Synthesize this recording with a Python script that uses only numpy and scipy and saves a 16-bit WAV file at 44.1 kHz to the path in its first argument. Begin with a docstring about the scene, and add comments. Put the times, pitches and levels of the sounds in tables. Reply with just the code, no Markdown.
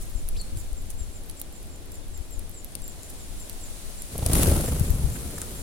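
"""Sparrows feed on seed on a lawn: beaks crack husks (snaps of noise with a brief ring), feet rake litter in grains.
Contact calls are near-sine tones that fall in pitch; lower chirps leap up from a raspy hook into a clear note.
Most of the flock then takes off: flapping gates noise into whoosh and swish, kicked seed ticks, close birds
pass with pressure pulses, and the draught buffets a low microphone.
Light wind rumbles as filtered noise under a distant outdoor hum and a soft hiss."""
import sys
import numpy as np
from scipy import signal
from scipy.fft import rfft, irfft, next_fast_len
from scipy.io import wavfile
from scipy.ndimage import uniform_filter1d

SR = 44100
rng = np.random.default_rng(int(sys.argv[2]) if len(sys.argv) > 2 else 0)


def unload_audio(sound):
    """Save the sound as a 16-bit wav file, at the path given as the first command line argument."""
    columns = np.transpose(np.atleast_2d(sound))
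    # keep every value between -1 and 1, then stretch to whole-number steps
    steps = np.round(np.clip(columns, -1, 1) * 32767)
    wavfile.write(sys.argv[1], SR, steps.astype(np.int16))


N = 247842
TIME = np.arange(N) / SR

# thin falling calls: [t/s, fall in pitch f/Hz, level/dB, left minus right level/dB]
CONTACT_CALLS = [(.15, 600, -52.5, -7), (.37, 606, -52, 6), (.556, 970, -51, -9), (.764, 550, -51, 0),
                 (.982, 500, -46, 2), (1.13, 400, -50, 3), (1.365, 650, -52.5, 3), (1.53, 596, -55, -12),
                 (1.7, 550, -54, -4), (1.911, 700, -51, 1), (2.132, 300, -48, 4), (2.298, 1090, -48, 3),
                 (2.538, 1100, -46, 4), (2.815, 500, -45, -1), (2.865, 647, -47.5, 1),
                 (3.011, 420, -50.5, 4), (3.185, 500, -51.5, -3), (3.385, 650, -48, 8),
                 (3.605, 910, -45, -6), (3.975, 590, -48, -5), (4.637, 545, -44, -4),
                 (4.865, 300, -50.5, 6), (5.113, 353, -47, 7), (5.345, 680, -51, -10),
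                 (5.555, 300, -52, -15)]
# lower chirps: [t/s of the upward hook, final pitch f/Hz, level/dB]
HOOKED_CHIRPS = [(0.368, 4076, -38.5), (1.995, 3280, -62)]
# cracking husks and kicked seed: [t/s, relative peak level/dB, ring f/Hz, left minus right level/dB]
HUSK_CRACKS = [(0.2872, -16.5, 10700, -0.5), (0.4134, -23.5, 8640, 2), (0.5715, -27, 9300, -0.5),
               (0.9028, -24, 10200, -2.5), (1.2974, -24, 11000, -4.5), (1.3107, -31, 10100, 3),
               (1.4144, -16, 11800, -4), (1.6282, -31, 11100, 0.5), (2.393, -25.5, 10200, 0.5),
               (2.6449, -22.5, 11900, -0.5), (2.752, -18, 8700, 11.5), (2.819, -27, 9250, -0.5),
               (2.8786, -24.5, 12900, 1.5), (3.032, -28.5, 8840, 8), (3.496, -21, 10500, -4),
               (4.0201, -20, 10200, -2.0), (4.1794, -16.5, 10900, -1), (4.2622, -7, 10000, 5),
               (4.3325, -3.5, 9600, 2.5), (4.432, -6, 10400, 7.5), (4.796, -15, 10400, 3.5),
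               (4.9038, -19, 11800, -2.5), (5.4163, -15, 8990, 0.5)]
# spectrum of a husk's snap: [multiple of its ring frequency, level/dB]
SNAP_SPECTRUM = [(.05, -42), (.15, -28), (.4, -15.5), (.68, -14), (1, 2), (1.25, -8), (1.6, -18)]
# feet scratching and hopping in the litter; the 2 ms row is the lower part of a husk's crack:
# [t/s, length t/s, level/dB, centre f/Hz]
LITTER_SCUFFS = [(.003, .044, -43, 10000), (0.552, 0.079, -47, 10400), (0.894, 0.027, -41.5, 9900),
                 (1.296, 0.0024, -38, 4600), (1.391, 0.017, -40, 10800), (3.089, 0.025, -41.5, 10500),
                 (4.429, 0.0056, -28, 3460), (5.152, .02, -41.5, 1700), (5.378, .009, -39, 1610),
                 (5.379, 0.01, -33.5, 9800), (5.413, .02, -44, 1460)]
# birds that fly close past: [first stroke t/s, end t/s, stroke rate f/Hz, nearest t/s, level/dB]
CLOSE_PASSES = [(4.157, 4.355, 27.8, 4.3, -17.5), (4.399, 4.745, 24.6, 4.5, -16)]
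# spectrum of a close stroke: [f/Hz, level/dB]
STROKE_SPECTRUM = [(120, 4.5), (300, -2), (600, -0.5), (900, -12), (1500, -28), (3500, -23.5)]
# spectra of the flock in flight: [f/Hz, level/dB per Hz]
DRAUGHT_SPECTRUM = [(20, 2.5), (42, 1), (62, 0.5), (80, 4.5), (104, -3), (135, -4), (220, -12), (330, -26)]
WHOOSH_SPECTRUM = [(100, 2.5), (230, 6), (340, 4), (480, 1.5), (660, -4.5), (1000, -13), (1400, -11.5),
                   (2000, -29)]
FEATHER_SPECTRUM = [(900, -3.5), (1900, -5), (3000, -6.5), (5200, -8), (7800, -4), (10000, 2.5),
                    (12500, -3.5), (15800, -10.5)]
# eddies that hit the microphone: [t/s, peak level/dB before panning, f/Hz]
MICROPHONE_EDDIES = [(.161, -27, 33.7), (0.571, -28.5, 58), (.73, -26.5, 29.6), (1.015, -30.5, 44.7),
                     (2.208, -31, 42.7), (2.378, -31, 29.3), (4.814, -17.5, 94), (4.912, -17.5, 40.8),
                     (5.051, -19, 45)]
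# spectra of wind, hum and hiss: [f/Hz, level/dB per Hz]
RUMBLE_SPECTRUM = [(6, 6), (20, 8.5), (35, 2.5), (58, -6.5), (88, -4), (108, -15), (150, -26)]
HUM_SPECTRUM = [(60, 3.5), (130, -2), (240, -4.5), (330, -5.5), (450, -9.5), (620, -11), (1000, -20),
                (1500, -21), (3000, -23)]
HISS_SPECTRUM = [(700, 3), (1500, -3.5), (2800, -3), (4000, -0.5), (5200, -2.5), (7500, 1.5), (10000, 4),
                 (12500, -4.5), (15800, -7.5)]
# course of the hiss: [t/s, level/dB before HISS_OFFSET_DB]
HISS_COURSE = [(0.0, -51.5), (1.95, -55.5), (2.64, -54), (3.17, -49.5), (4.05, -47)]

HUM_DB, HISS_OFFSET_DB = -46.5, 3.5
BREEZE_DB, GUST_DB, GUST_S = -39, -29.5, 0.55  # steady wind, and one gust with its time
EDDY_PAN_DB = 16  # left minus right
PECK_HZ = 10550
CRACK_LAG_S = .0011  # a crack begins this long after its listed time
PEEP_HZ, PEEP_HZ_PER_DB, PEEP_USUAL_DB = 7313, 14, -50  # pitch in mid call; a louder call is a little higher
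PEEP_S, PEEP_S_PER_HZ = .05, .000022  # a deeper fall takes longer
# pitch leaps from a share of itself, overshoots by a share and sags back
HOOK_S, HOOK_FROM, OVERSHOOT, SAG_S = 0.0026, .48, .25, .034
STARTLE_S, TAKEOFF_S = 4.1, 4.35  # the first birds start; the whole flock is in the air
WAKE_S = 4.785  # the stirred air reaches the microphone
RECEDE_DB_PER_S = 4  # the wings fade as the flock draws away
PASS_S = 0.078  # time in which a bird covers its nearest distance
TOP_HZ = 16000


def undb(db):
    """Amplitude ratio: twenty decibels are a factor of ten."""
    return 10 ** (np.asarray(db) / 20)


def unit(x):
    """Normalisation to a root-mean-square of 1."""
    return x / np.sqrt(np.mean(x ** 2) + 1e-18)


def pan(db):
    """Interaural level difference: left and right gains share it equally."""
    return undb(np.array([[db], [-db]]) / 2)


def add(out, s, x):
    """Superposition: a short sound is summed in at time s."""
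    i = max(int(s * SR), 0)
    out[:, i:i + x.shape[-1]] += x[..., :max(N - i, 0)]


def curve(rows):
    """Linear interpolation in time of the table's second column."""
    t, value = np.transpose(rows)
    return np.interp(TIME, t, value)


def colour(x, points):
    """Spectral shaping by (f/Hz, level/dB) points with rolled-off ends, keeping the power of white noise."""
    hz, db = np.transpose(points)
    size = next_fast_len(x.shape[-1] + 512)
    freqs = np.fft.rfftfreq(size, 1 / SR)
    gain = undb(np.interp(np.log(freqs + 1), np.log(hz), db))
    low_end = freqs / (freqs + hz[0] / 2)
    high_end = 1 + (freqs / (2 * hz[-1])) ** 4
    response = unit(gain * low_end / high_end)
    return irfft(rfft(x, size) * response, size)[..., :x.shape[-1]]


def noise(likeness, size=N):
    """Partial correlation: two channels of white noise share a part of their power."""
    common, *own = rng.standard_normal((3, size))
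    share = np.clip(likeness, 0, 1)
    return np.sqrt(share) * common + np.sqrt(1 - share) * np.array(own)


def diffuse(likeness, null_hz=1350):
    """Diffuse field at two spaced ports: coherence is highest in the bass and follows a sinc in frequency."""
    size = next_fast_len(N)
    alike = np.clip(likeness, 0, .99) * np.sinc(np.fft.rfftfreq(size, 1 / SR) / null_hz)
    weights = np.sqrt(np.array([1 + alike, 1 - alike]) / 2)
    spectra = rfft(rng.standard_normal((2, size))) * weights
    mid, side = irfft(spectra, size)[:, :N]
    return np.array([mid + side, mid - side])


def walk(rate):
    """Random modulation: held random steps, twice averaged into a smooth wander with spread near 1."""
    k = max(int(SR / rate), 1)
    steps = np.repeat(rng.standard_normal(N // k + 1), k)
    return 1.3 * uniform_filter1d(uniform_filter1d(steps, k), k)[:N]


def envelope(at, attack_s, hold_s, release_s):
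    """Exponential growth to 1 at a given time, a hold, then exponential decay."""
    growth = np.minimum(TIME - at, 0) / attack_s
    decay = np.maximum(TIME - at - hold_s, 0) / release_s
    return np.exp(growth - decay)


def air_push(t, hz):
    """Pressure of a passing parcel of air: it rises, swings under and recovers; peak 1."""
    u = 2 * np.pi * hz * t
    return -u * np.exp((1 - u ** 2) / 2)


def wind(gust_db=2.5):
    """Turbulence at the microphone ports, stronger on the left: a breeze, one gust and single eddies."""
    gust = undb(GUST_DB) * envelope(GUST_S, attack_s=0.97, hold_s=0.046, release_s=0.5)
    strength = np.hypot(undb(BREEZE_DB), gust) * undb(gust_db * walk(20))
    out = unit(colour(noise(0.11), RUMBLE_SPECTRUM)) * pan(4.6) * strength
    t = np.arange(-2048, 2048) / SR
    for s, db, hz in MICROPHONE_EDDIES:
        add(out, s + t[0], undb(db) * pan(EDDY_PAN_DB) * air_push(t, hz))
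    return out


def outdoors():
    """Diffuse background: a distant hum that gently swells, and a soft hiss that dips and then rises."""
    swell, flicker = .5 * walk(6), .5 * walk(14)  # dB
    hum = unit(colour(diffuse(0.61), HUM_SPECTRUM)) * undb(HUM_DB + swell)
    hiss = unit(colour(diffuse(0.063), HISS_SPECTRUM)) * pan(1.0)
    hiss *= undb(curve(HISS_COURSE) + HISS_OFFSET_DB + flicker)
    return hum + hiss


def garden(x, t60, wet_db):
    """Scattering by grass, fence and trees: a faint decaying tail, different on each side."""
    t = np.arange(SR // 2) / SR
    tail = rng.standard_normal((2, len(t))) * undb(-60 * t / t60) * (t > .002)
    tail /= np.sqrt(np.sum(tail ** 2, axis=1, keepdims=True))
    return x + undb(wet_db) * signal.fftconvolve(x, tail, axes=1)[:, :N]


def scuffs(skirt_db=-18):
    """Granular friction: grains of band-shaped noise of random strength, for raking feet and one crack's low part."""
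    out, t = np.zeros((2, N)), np.arange(SR // 10) / SR
    for s, length, db, hz in LITTER_SCUFFS:
        grains = noise(0.18, size=len(t)) * undb(2.6 * rng.exponential(size=len(t)))
        band = [(hz / 4, 2 * skirt_db), (hz / 2, skirt_db / 2), (hz, 0), (2 * hz, skirt_db)]
        rake = unit(colour(grains, band))
        add(out, s, undb(db) * rake * np.sin(np.pi * np.minimum(t / length, 1)))
    return out


def tick(hz, pan_db, ring=0.85, lag_s=0.00028):
    """Brittle fracture: a husk snaps and rings briefly, the nearer port hearing it first; peak near 1."""
    t, snap_s, ring_s = np.arange(-128, 384) / SR, .00024, .00016
    lead = lag_s * np.tanh(pan_db / 6) * np.array([[.5], [-.5]])
    age = np.maximum(t + lead, 0)
    burst = noise(0.62, size=len(t)) * np.exp(-age / snap_s) * (age > 0)
    snap = colour(burst, [(k * hz, db) for k, db in SNAP_SPECTRUM])
    crack = snap + ring * np.exp(-age / ring_s) * np.sin(2 * np.pi * hz * age)
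    return pan(pan_db) * crack / np.sqrt(np.sum(crack ** 2, axis=1, keepdims=True) / 5)


def pecks(level_db=-38, spread_db=4.0, count=110):
    """Random superposition: many tiny pecks of the flock, few of them loud."""
    out = np.zeros((2, N))
    for when, weakness, size, side in rng.random((count, 4)):
        db = level_db - spread_db * np.log(weakness + .05)
        add(out, when * N / SR, undb(db) * tick(PECK_HZ * (0.85 + 0.36 * size), 12 * (side - .45)))
    return out


def peeps(quaver=0.0071, flutter_db=3):
    """Frequency modulation: near-sine contact calls swell, quaver and fall through nearly the same pitch."""
    out = np.zeros((2, N))
    wobble, flutter = 1 + quaver * walk(350), undb(flutter_db * walk(170))
    for s, fall_hz, db, pan_db in CONTACT_CALLS:
        u = np.linspace(0, 1, int((PEEP_S + PEEP_S_PER_HZ * fall_hz) * SR))
        i = int(rng.random() * (N - SR))  # each call takes its own stretch of the wander
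        stretch = slice(i, i + len(u))
        middle_hz = PEEP_HZ + PEEP_HZ_PER_DB * (db - PEEP_USUAL_DB)
        hz = (middle_hz + fall_hz * (.5 - u)) * wobble[stretch]
        swell = unit(np.sqrt(np.abs(np.sin(np.pi * u))) * flutter[stretch])
        add(out, s, undb(db) * pan(pan_db) * swell * np.sin(2 * np.pi * np.cumsum(hz) / SR))
    return out


def cracks(tick_db=2.3):
    """Impulsive fracture: the loud cracks of husks and ticks of kicked seed."""
    out, lead = np.zeros((2, N)), 128 / SR  # a tick's own time starts this far ahead
    for s, db, hz, pan_db in HUSK_CRACKS:
        add(out, s + CRACK_LAG_S - lead, undb(db + tick_db) * tick(hz, pan_db))
    return out


def chirps(rasp=.14, clear_rasp=.015, hook_db=-6, overtone_db=-18):
    """Noisy frequency modulation: a raspy upward hook settles into a louder, clear, sagging note."""
    out = np.zeros(N)
    for s, hz, db in HOOKED_CHIRPS:
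        age = TIME - s
        leap = HOOK_FROM + (1 - HOOK_FROM) * (1 + np.tanh(age / HOOK_S)) / 2
        pitch = hz * leap * (1 + OVERSHOOT * np.exp(-np.maximum(age, 0) / SAG_S))
        hook = envelope(s, attack_s=0.01, hold_s=.006, release_s=.012)
        note = envelope(s + 0.033, attack_s=.011, hold_s=0.013, release_s=0.013)
        rough_pitch = pitch * (1 + (clear_rasp + rasp * hook) * walk(1500))
        phase = 2 * np.pi * np.cumsum(rough_pitch) / SR
        loud = undb(db) * np.hypot(undb(hook_db) * hook, note)
        out += loud * (np.sin(phase) + undb(overtone_db) * np.sin(2 * phase))
    return pan(3.9) * out


def flight(burst_db, far_db, attack_s, hold_s, release_s):
    """Power sum of the burst as the birds lift off and the softer sound of wings drawing away."""
    far = envelope(TAKEOFF_S, attack_s=0.34, hold_s=0, release_s=np.inf)
    far *= undb(far_db - RECEDE_DB_PER_S * (TIME - TAKEOFF_S))
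    burst = undb(burst_db) * envelope(TAKEOFF_S, attack_s, hold_s, release_s)
    return np.hypot(burst, far)


def wingbeats(beat_hz=26.68, sharp=2.0, count=5):
    """Amplitude modulation: birds flap at their own wandering rates and their powers add."""
    power = np.zeros((2, N))
    for side in np.linspace(-1, 1, count):
        hz = beat_hz * (1 + .08 * rng.standard_normal() + 0.061 * walk(9))
        phase = 2 * np.pi * (np.cumsum(hz) / SR + rng.random())
        downstroke = np.exp(sharp * np.cos(phase) / 2) * undb(2 * walk(7.4))
        power += (pan(4 * side) * downstroke) ** 2
    return np.sqrt(power / uniform_filter1d(power.mean(axis=0), SR // 8))


def flock(feather_beat=0.27, wake_db=-26.5):
    """Aerodynamic noise: downstrokes gate the whoosh and, more softly, the swish of feathers, over a draught."""
    beats = wingbeats()
    wake = undb(wake_db) * envelope(WAKE_S, attack_s=0.17, hold_s=0.3, release_s=0.1)
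    draught = unit(colour(noise(0.96), DRAUGHT_SPECTRUM)) * pan(1.5)
    draught *= np.hypot(flight(burst_db=-22, far_db=-35.5, attack_s=0.084, hold_s=.2, release_s=0.15), wake)
    whoosh = unit(colour(diffuse(0.95) * beats, WHOOSH_SPECTRUM)) * pan(1.2)
    whoosh *= flight(burst_db=-28, far_db=-41.5, attack_s=0.043, hold_s=0.16, release_s=0.18)
    barbs = undb(2.1 * walk(700))  # feathers rub in small catches
    rubbing = diffuse(0.3) * beats ** feather_beat * barbs
    swish = unit(colour(rubbing, FEATHER_SPECTRUM)) * pan(1.6)
    swish *= flight(burst_db=-26.0, far_db=-39.5, attack_s=.045, hold_s=0.064, release_s=0.24)
    return (draught + whoosh + swish) * np.clip((TIME - STARTLE_S) / 0.021, 0, 1)


def strokes(push_hz=75, whoosh_s=0.0038, lag_s=0.0038, whoosh_db=-9, scatter_db=1.5):
    """Near and far field: a close downstroke's push falls with distance squared, its whoosh with distance."""
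    out, t = np.zeros((2, N)), np.arange(-2048, 2048) / SR
    swing = np.exp(-(t / whoosh_s) ** 2 / 2)
    swing_rms = np.sqrt(np.mean(swing ** 2))
    for first, end, rate, nearest, level_db in CLOSE_PASSES:
        for s in np.arange(first, end, 1 / rate):
            distance = np.hypot(1, (s - nearest) / PASS_S)  # in units of the nearest distance
            whoosh = unit(colour(noise(0.76, size=len(t)), STROKE_SPECTRUM) * swing) * swing_rms
            push = air_push(t - lag_s, push_hz)
            stroke = push / distance ** 2 + undb(whoosh_db) * whoosh / distance
            db = level_db + scatter_db * rng.standard_normal()
            add(out, s + t[0], undb(db) * stroke)
    return out


def scene():
    """Linear superposition of air, feeding, voices and wings."""
    background = wind() + outdoors()
    feeding = garden(scuffs() + pecks() + cracks(), t60=0.02, wet_db=-9)
    voices = garden(peeps(), t60=.45, wet_db=-5) + garden(chirps(), t60=.4, wet_db=-10)
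    wings = flock() + strokes()
    return background + feeding + voices + wings


def record(dry):
    """Clipping at full scale, then an elliptic low-pass that cuts the top."""
    low_pass = signal.ellip(10, .2, 70, TOP_HZ, fs=SR, output="sos")
    return signal.sosfilt(low_pass, np.clip(dry, -1, 1))


dry = scene()
out = record(dry)
unload_audio(out)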